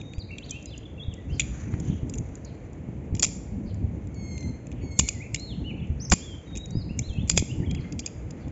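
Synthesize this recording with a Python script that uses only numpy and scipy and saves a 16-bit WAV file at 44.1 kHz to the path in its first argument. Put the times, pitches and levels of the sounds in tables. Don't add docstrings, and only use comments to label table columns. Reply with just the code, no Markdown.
import sys
import numpy as np
from scipy import signal
from scipy.fft import rfft, irfft
from scipy.io import wavfile
from scipy.ndimage import uniform_filter1d, map_coordinates

SR = 44100
rng = np.random.default_rng(int(sys.argv[2]) if len(sys.argv) > 2 else 0)


def convert_level_to_amplitude(level_db):
    exponent = np.asarray(level_db, float) / 20
    return 10 ** exponent


def to_wav(s):
    ch = np.atleast_2d(s).T
    pcm = np.round(np.clip(ch, -1, 1) * 32767)
    wavfile.write(sys.argv[1], SR, pcm.astype(np.int16))


N = 375291
T = np.arange(N) / SR


def unit(x):
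    return x / np.sqrt(np.mean(x ** 2))


def band(x, lo_hz, hi_hz, order=2):
    return signal.sosfilt(signal.butter(order, [lo_hz, hi_hz], "band", fs=SR, output="sos"), x)


def walk(rate):
    k = int(SR / rate)
    held = np.repeat(rng.standard_normal(N // k + 1), k)
    slewed = uniform_filter1d(uniform_filter1d(held, k), k)
    return unit(slewed[:N])


def coloured(table, lo_hz, hi_hz):
    hz = np.maximum(np.fft.rfftfreq(N, 1 / SR), 1)
    points = np.array(table)
    gain = convert_level_to_amplitude(np.interp(np.log(hz), np.log(points[:, 0]), points[:, 1]))
    gain = gain * (hz >= lo_hz) * (hz < hi_hz)
    return irfft(rfft(rng.standard_normal(N)) * gain, N)


def add(out, s, x):
    i = int(s * SR)
    out[i:i + len(x)] += x[:N - i]


def ring(modes, chance, detune=.018, scatter_db=2.5):
    t = T[:1024]
    out = np.zeros(len(t))
    for (hz, db, t60), (a, b) in zip(modes, chance):
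        decay = np.exp(-np.log(1000) * t / t60)
        out += convert_level_to_amplitude(db + scatter_db * b) * np.sin(2 * np.pi * hz * (1 + detune * a) * t) * decay
    return out


def knife():
    # (time [s], peak [dB], handle ring re peak [dB], body clack re peak [dB])
    clacks = [
        (3.195, -15, -14.5, -17.5),
        (5.0869, -14, -10, -6),
        (5.3448, -12.5, -13, -7),
        (6.9905, -15.5, -25, -12.5),
        (7.3118, -25, -5, -6),
        (7.9922, -23, -7, -6.5),
        (8.061, -19.5, -10, -12),
    ]
    rebounds = [(0.383, -34.5, -21.5, 5.5), (0.495, -36, -19, -18), (0.5083, -18.5, -52, -45.5),
                (1.417, -30, -35, 0.5), (2.096, -28.5, -15, -15.5), (2.138, -27.5, -38, -9.5),
                (2.183, -27.5, -33, -16.5), (3.15, -30, -9.5, -7.5), (3.264, -25.5, -11, -13),
                (5.008, -24, -24, -2), (5.3593, -29.5, -11, -2.5), (5.397, -32, -21, -24.5),
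                (6.0996, -19, -29, -23), (7.2757, -36.5, -17, -8.5), (7.711, -34, -7.5, 2),
                (7.748, -36.5, -6, 3.5), (7.923, -34, -8, -5.5), (8.001, -29, -7.5, -26),
                (8.075, -36.5, -17, 0), (8.307, -38, -5, -9)]
    snaps = [
        (7.2952, -18, -8.5, -13),
        (7.298, -4.5, -8.5, -11),
        (7.3036, -16, -11, -18),
        (7.317, -22, -8, -10.5),
        (7.3762, -2, -13.5, -6),
        (7.383, -16, -7.5, -16),
    ]
    blows = [(1.3962, -12.5, -24.5, -1), (1.3993, -20, -15.5, -3), (1.4032, -18, -12.5, 0),
             (1.4114, -28, -27, -13), (3.225, -11.5, -9.5, -16), (3.2275, -15.5, -10, -12),
             (3.2296, -6.5, -9.5, -10), (3.238, -10, -12.5, -13), (3.2372, -11.5, -17, -15.5),
             (3.2441, -11, -16.5, -12.5), (3.2462, -14.5, -22, -12), (3.2492, -16.5, -15, -8.5),
             (4.9899, -7, -18, -24), (4.9925, -8, -15, -14), (4.9944, -7, -12, -9), (4.997, -12, -16, -15),
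             (5.0005, -18, -16, -14), (6.1143, -17, -8, -10), (6.1165, -19, -8, -14),
             (6.1195, -11, -8.5, -6), (6.122, -12, -7, -6), (6.1258, -16.5, -6.5, -13),
             (6.13, -15, -14, -16), (6.132, -17, -16.5, -20.5), (6.1348, -11.5, -10.5, -12),
             (6.137, -20, -18, -18), (6.5534, -37, -10.5, 0.5), (6.56, -31, -19, -7),
             (6.571, -28.5, -29, -12), (6.5745, -26, -33.5, -20.5), (6.58, -33, -24, -15),
             (7.3635, -30, -8, -6), (7.3695, -24, -14, -14), (7.372, -23, -12, -10),
             (7.3785, -12, -12, -5.5), (7.391, -21, -11, -7), (7.395, -22.5, -9, -4.5)]
    # (time [s], peak [dB], body clack re peak [dB])
    ticks = [(0.0136, -44.5, 9), (0.135, -42, 5.5), (0.182, -47, 4), (0.4614, -48.5, 5.5),
             (0.626, -42, -18), (0.657, -31, -22), (0.778, -34.5, -40), (5.871, -52.5, -5),
             (1.8, -34, -11.5), (2.1538, -36, -20), (2.178, -37, -25), (2.2887, -48.5, -7),
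             (2.354, -34.5, -21), (2.4483, -37, -29), (2.731, -46, -23), (3.1655, -36.5, -14),
             (3.171, -44.5, 3.5), (3.183, -44.5, -19), (3.272, -31, -11), (3.7434, -43, -17),
             (4.0715, -44, -12), (4.144, -45.5, -16), (4.3786, -34, -5), (4.407, -36, -19),
             (4.428, -45, -2), (4.669, -41.5, -5.5), (4.716, -43, 3.5), (4.725, -47.5, 4),
             (6.6577, -35, -10.5), (6.7068, -37, -24), (8.481, -47.5, -1), (0.149, -53, -21),
             (0.189, -46, -3), (0.314, -53, -20), (1.139, -38.5, -16), (1.4845, -54, -28),
             (1.8507, -44, -19), (4.344, -49, -19), (4.8293, -63, -9), (7.0724, -55.5, -23.5),
             (7.0978, -48.5, -18.5), (7.1357, -49.5, -12), (7.227, -54, -22), (7.283, -35, -13),
             (8.179, -57, -1), (5.08, -25, -14)]
    # (frequency [Hz], level [dB], t60 [s])
    pin_modes = [(6980, 0, .016), (7350, -4, .009), (6600, -4, .012), (6250, -9, .011), (5900, -14, .007)]
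    handle_modes = [(4900, 0, .016), (4400, -11, .006), (5400, -7, .006)]
    body_modes = [(2450, 0, .017), (2750, -2, .009), (3350, 0, .008), (3800, -10, .005), (2200, -8, .008)]
    # (low edge [Hz], high edge [Hz])
    part_bands = [(5600, 9000), (4100, 5700), (2150, 4000)]
    tick_handle_db, hardest_db = -17, -2

    contacts = [(*row, 4.04) for row in clacks]
    contacts += [(*row, 3.4) for row in rebounds]
    contacts += [(*row, 0.7) for row in snaps]
    contacts += [(*row, 2.6) for row in blows]
    contacts += [(s, db, tick_handle_db, body_db, 2.8) for s, db, body_db in ticks]
    out, t = np.zeros(N), T[:512]
    for s, db, handle_db, body_db, chatter_ms in contacts:
        u = t / (chatter_ms / 1000)
        d = rng.standard_normal(len(t))
        bounces = d * np.abs(d) ** .6 * np.tanh(4 * u) ** 2 * np.exp(-1.8 * u)
        parts = [(pin_modes, 0), (handle_modes, handle_db), (body_modes, body_db)]
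        for (modes, rel_db), edges_hz in zip(parts, part_bands):
            struck = ring(modes, rng.standard_normal((8, 2)))
            part = band(signal.fftconvolve(bounces, struck), *edges_hz, order=3)
            add(out, s - .0006, part / np.abs(part).max() * convert_level_to_amplitude(min(db, hardest_db) + rel_db))
    return out


def slaps():
    # (time [s], peak [dB])
    palm_hits = [(1.395, -38), (1.738, -30.5), (3.192, -44), (3.228, -20.5), (3.237, -26), (3.244, -30),
                 (4.992, -32), (4.995, -19.5), (5.084, -38), (6.119, -8.5), (6.125, -12.5), (6.129, -22),
                 (6.135, -24), (7.298, -24), (7.3755, -12.5)]
    out, t = np.zeros(N), T[:4096]
    for s, db in palm_hits:
        burst = rng.standard_normal(len(t)) * np.tanh(t / 0.0012) * np.exp(-t / 0.0018)
        slap = band(burst, 230, 1500)
        add(out, s, convert_level_to_amplitude(db) * slap / np.abs(slap).max())
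    return out


def sing(s, length, db, pitch, partials, waver):
    attack, release = 0.2, 0.12
    u = T[:int(length * SR)] / length
    turns = np.cumsum(pitch(u) * (1 + waver[int(s * SR):][:len(u)])) / SR
    swell = np.sin(np.pi / 2 * np.clip(np.minimum(u / attack, (1 - u) / release), 0, 1)) ** 2
    tone = sum(convert_level_to_amplitude(d) * np.sin(2 * np.pi * k * turns) for k, d in partials)
    return s, np.sqrt(2) * convert_level_to_amplitude(db) * swell * tone


def whistles():
    # (time [s], length [s], from [Hz], to [Hz], level [dB])
    first_slurs = [(0, 0.014, 3740, 3690, -49), (0.015, 0.14, 3740, 3720, -58),
                   (0.192, 0.038, 4850, 3780, -47), (0.138, 0.044, 4530, 4800, -61),
                   (0.286, 0.027, 2450, 2210, -55), (0.305, 0.012, 2190, 2650, -48.5),
                   (0.419, 0.036, 2880, 4720, -51.5), (0.506, 0.075, 2420, 2800, -47),
                   (0.663, 0.027, 4050, 3930, -56.5), (0.691, 0.016, 4600, 3850, -54),
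                   (0.708, 0.018, 3480, 3560, -52), (0.722, 0.032, 3560, 2660, -51),
                   (0.828, 0.014, 3330, 3050, -58), (0.853, 0.016, 3520, 3300, -50),
                   (0.976, 0.016, 2680, 2720, -56), (1.108, 0.034, 3550, 2630, -55),
                   (1.174, 0.038, 1980, 1940, -56.5), (1.288, 0.02, 2650, 2760, -56),
                   (1.33, .06, 3176, 3130, -63)]
    second_slurs = [(5.025, 0.062, 2300, 2220, -53), (5.134, 0.051, 2110, 1950, -55),
                    (5.198, 0.036, 2010, 2536, -44.5), (5.228, 0.067, 2685, 2630, -60.5),
                    (5.778, 0.019, 2660, 2600, -50.5), (5.817, 0.013, 2760, 2600, -53),
                    (5.799, 0.01, 3470, 3370, -53.5), (6.048, 0.012, 6030, 5200, -40),
                    (6.06, 0.014, 5650, 4700, -55), (6.218, 0.15, 3460, 3100, -51),
                    (6.917, 0.077, 2780, 2830, -58), (6.195, 0.027, 3130, 3150, -59),
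                    (6.215, 0.029, 3230, 3490, -47), (6.511, 0.15, 3730, 3837, -52.5),
                    (6.675, 0.024, 4100, 4900, -66), (7.121, 0.064, 2680, 2570, -50.5),
                    (7.158, .07, 2580, 3580, -50), (7.608, .026, 2063, 1740, -56),
                    (7.629, 0.027, 1737, 2360, -49.5), (7.658, 0.026, 3380, 3050, -52),
                    (7.693, 0.024, 3155, 3310, -45), (7.75, 0.051, 3450, 1994, -53),
                    (7.84, 0.041, 2110, 2130, -54), (8.016, 0.044, 2550, 3650, -57),
                    (8.434, 0.018, 3460, 3450, -65)]
    # (time [s], length [s], turn [Hz], end [Hz], level [dB])
    arches = [
        (0.662, 0.034, 5020, 4840, -56),
        (0.307, 0.036, 2740, 2565, -43.5),
        (0.992, 0.05, 3310, 3910, -45),
        (5.351, 0.2, 4284, 2400, -48.5),
        (5.636, 0.088, 2980, 2117, -46.5),
        (6.74, 0.096, 5040, 3590, -50.5),
        (7.489, 0.033, 2706, 3180, -45.5),
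    ]
    # (time [s], length [s], from [Hz], settled [Hz], level [dB])
    swoops = [
        (0.482, 0.054, 4700, 3010, -48),
        (1.305, 0.04, 2690, 3180, -56),
        (6.716, 0.04, 4250, 4730, -60),
        (5.994, .063, 3900, 6450, -47),
        (6.457, 0.068, 3950, 3720, -63),
        (6.888, 0.04, 2240, 2820, -51),
        (7.014, 0.064, 2490, 4270, -52.5),
        (7.081, 0.041, 4670, 3140, -49),
    ]
    lead = np.sqrt(0.45)
    swoop_share = 0.25
    out = np.zeros(N)
    clean = ([(1, 0), (2, -40)], .005 * walk(300))
    for s, length, from_hz, to_hz, db in first_slurs + second_slurs:
        slur = lambda u: from_hz + (to_hz - from_hz) * np.sin(np.pi / 2 * u) ** 2
        add(out, *sing(s, length, db, slur, *clean))
    for s, length, turn_hz, end_hz, db in arches:
        arch = lambda u: turn_hz + (end_hz - turn_hz) * (u * (1 + lead) - lead) ** 2
        add(out, *sing(s, length, db, arch, *clean))
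    for s, length, from_hz, to_hz, db in swoops:
        swoop = lambda u: to_hz + (from_hz - to_hz) * np.exp(-u / swoop_share)
        add(out, *sing(s, length, db, swoop, *clean))
    return out


def squeals():
    # (time [s], length [s], from [Hz], to [Hz], level [dB])
    nasal_notes = [
        (4.115, 0.41, 1128, 1022, -58),
        (4.798, 0.31, 1129, 1044, -57.5),
    ]
    # (multiple of the fundamental, level [dB])
    nasal_partials = [(2, 0.5), (3, -18), (4, -0.5), (5, -21), (6, 0.5), (7, -9)]
    sag_share, hoarse, swell_db = .6, 0.018, 5.5
    out, waver = np.zeros(N), walk(300)
    for s, length, from_hz, to_hz, db in nasal_notes:
        sag = lambda u: to_hz + (from_hz - to_hz) * np.exp(-u / sag_share)
        gone = np.clip((T - s) / length, 0, 1)
        roughness = (.006 + hoarse * gone ** 4) * waver
        squeal = sing(s, length, db, sag, nasal_partials, roughness)[1]
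        soft_start = convert_level_to_amplitude(-swell_db * (1 - gone[int(s * SR):][:len(squeal)]) ** 4)
        add(out, s, squeal * soft_start)
    return out


def chirps():
    # (time [s], length [s], top [Hz], bottom [Hz], level [dB])
    falls = [(1.303, 0.11, 5000, 4220, -53), (1.532, 0.32, 2170, 2035, -55), (1.744, 0.34, 3320, 2610, -58),
             (2.428, 0.092, 4800, 4050, -58.5), (2.481, 0.044, 3400, 2870, -64),
             (3.64, 0.095, 5000, 3940, -58.5), (3.687, 0.045, 3400, 2960, -61),
             (6.046, 0.046, 6200, 4750, -74), (7.775, 0.07, 4900, 4000, -58),
             (4.721, 0.15, 2950, 2494, -58.5), (5.778, 0.12, 2880, 2340, -52.5),
             (8.386, 0.086, 4950, 3870, -64)]
    out, rasp = np.zeros(N), walk(970)
    for s, length, top_hz, low_hz, db in falls:
        t = T[:int(length * SR)]
        hz = top_hz + (low_hz - top_hz) * t / length + 330 * rasp[int(s * SR):][:len(t)]
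        add(out, s, convert_level_to_amplitude(db) * np.hanning(len(t)) * np.sin(2 * np.pi * np.cumsum(hz) / SR))
    return out


def birds():
    fading = convert_level_to_amplitude(2.0 * walk(80))
    return (whistles() + squeals() + chirps()) * fading


def walls(x):
    t60_s, gap_s, sway_ms = 0.62, 0.0076, .13
    t = T[:SR]
    echo = rng.standard_normal(SR) * np.exp(-np.log(1000) * t / t60_s) * np.clip(t / gap_s, 0, 1)
    wet = signal.fftconvolve(x, echo / np.sqrt(np.sum(echo ** 2)))[:N]
    return map_coordinates(wet, [(T + sway_ms / 1000 * walk(45)) * SR], mode="mirror")


def knocks():
    # (time [s], peak [dB], frequency [Hz])
    pushes = [(0.18, -18.5, 72.4), (1.082, -17, 93), (1.739, -15.5, 109), (1.899, -17, 153),
              (2.031, -15.5, 106), (2.207, -20.5, 106), (2.887, -19.5, 158), (3.125, -14.5, 79.4),
              (3.141, -14, 147), (3.264, -23, 210), (3.671, -22, 139), (5.9, -14.5, 88), (6.114, -10.5, 62),
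              (6.134, -7.5, 172), (6.753, -13, 174), (6.769, -14, 93), (6.908, -17, 159),
              (7.076, -26, 59.6), (7.097, -18, 68), (7.185, -14, 130), (7.338, -20.5, 78),
              (7.405, -14.5, 97), (7.424, -13.5, 237), (7.579, -16.5, 114), (7.602, -14, 150),
              (7.796, -17.5, 127)]
    pulls = [
        (4.992, -10.5, 152),
        (6.1257, -10.5, 141),
        (7.3755, -14.5, 111),
    ]
    out, t = np.zeros(N), T[:4096]
    for s, db, hz, sign in [(*row, 1) for row in pushes] + [(*row, -1) for row in pulls]:
        swing = np.sin(2 * np.pi * hz * t) * np.tanh(6 * hz * t) * np.exp(-(t * hz / 0.8) ** 2)
        add(out, s, sign * convert_level_to_amplitude(db) * swing)
    return out


def wind():
    # (time [s], rumble level [dB])
    gusts = [(0, -40), (.73, -41.5), (1.3, -34), (1.87, -28), (2.11, -36.5), (2.63, -37.5), (3.08, -34),
             (3.53, -33.5), (3.89, -28), (4.0, -34.5), (4.79, -35), (5.21, -36.5), (5.45, -36),
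             (5.97, -29.5), (6.19, -42.5), (6.8, -32), (7.51, -31.5), (8.51, -37.5)]
    # (frequency [Hz], density [dB per Hz])
    turbulence = [(12, -52), (22, -47), (49, -1.5), (75, 1), (125, -2), (286, -9), (375, -18.5), (576, -36),
                  (755, -34.5), (900, -35.5), (1170, -55.5), (1980, -120)]
    flutter_db, flutter_follows, middling_db = -44, 0.98, -34
    buffet = walk(22)
    rumble_db = np.interp(T, *np.transpose(gusts))
    low = np.zeros(N)
    for lo_hz in 20 * 1.5 ** np.arange(6):
        flicker = convert_level_to_amplitude(2.6 * buffet + 2.2 * walk(lo_hz / 3))
        low += flicker * coloured(turbulence, lo_hz, 1.5 * lo_hz)
    high = convert_level_to_amplitude(3.6 * buffet + 2.4 * walk(40)) * coloured(turbulence, 228, 1100)
    high_db = flutter_db + flutter_follows * (rumble_db - middling_db)
    return convert_level_to_amplitude(rumble_db) * unit(low) + convert_level_to_amplitude(high_db) * unit(high)


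def rustle():
    # (centre [s], length [s], level [dB], bright layer re level [dB])
    rubs = [(0.05, .25, -90, 20), (0.56, .3, -90, 18), (1.58, 0.41, -57.5, -0.5), (1.9, .16, -67.5, 9),
            (2.2, 0.69, -70.5, -2), (3.65, 0.064, -80, 4), (4.02, 0.16, -92, 6), (4.76, 0.14, -78, -11),
            (6.312, .6, -65.5, -8), (7.849, 0.16, -60, -13), (8.4, 0.58, -64, -13)]
    middle_db = -10
    rest_db, rest_bright_db = -70, -77
    grain = convert_level_to_amplitude(2.5 * walk(90))
    dull = unit(grain * band(rng.standard_normal(N), 1000, 2300))
    middle = unit(grain * band(rng.standard_normal(N), 2300, 5800))
    bright = unit(grain * band(rng.standard_normal(N), 5850, 7100, order=4))
    bright = bright + convert_level_to_amplitude(middle_db) * middle
    out = convert_level_to_amplitude(rest_db) * dull + convert_level_to_amplitude(rest_bright_db) * bright
    for s, length, db, bright_db in rubs:
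        swell = np.exp(-(2 * (T - s) / length) ** 2)
        out = out + convert_level_to_amplitude(db) * swell * (dull + convert_level_to_amplitude(bright_db) * bright)
    return out


def traffic():
    # (frequency [Hz], density [dB per Hz])
    town = [(120, -30), (200, -6), (298, 1), (380, -6.5), (463, -3.5), (1090, -23), (1570, -28.5),
            (2200, -22), (3700, -41.5), (5590, -47.5), (7030, -36.5), (7700, -38), (10000, -89),
            (16900, -120)]
    return convert_level_to_amplitude(-48.5 + 1.0 * walk(0.94)) * unit(coloured(town, 200, 8000))


def scene():
    knife_wet_db, bird_wet_db = -18, -4
    steel, song = knife(), birds()
    wet = walls(convert_level_to_amplitude(knife_wet_db) * steel + convert_level_to_amplitude(bird_wet_db) * song)
    return (steel + slaps() + song + wet + knocks() + wind() + rustle() + traffic())[None]


def smear(x, ahead_s=0.019, smear_db=-30):
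    t = T[:1024]
    tail = rng.standard_normal(len(t)) * np.exp(-t / ahead_s)
    tail = tail / np.sqrt(np.sum(tail ** 2))
    ahead = signal.fftconvolve(band(x[0], 3500, 7500)[::-1], tail)[:N][::-1]
    return x + convert_level_to_amplitude(smear_db) * ahead


def roll_off(x):
    return signal.sosfilt(signal.butter(12, 8610, fs=SR, output="sos"), x)


def record(dry):
    x = smear(.95 * np.tanh(dry / .95))
    low_pass = signal.ellip(9, .1, 42, 7570, fs=SR, output="sos")
    x = signal.sosfiltfilt(low_pass, x)
    return roll_off(x)


dry = scene()
out = record(dry)
to_wav(out)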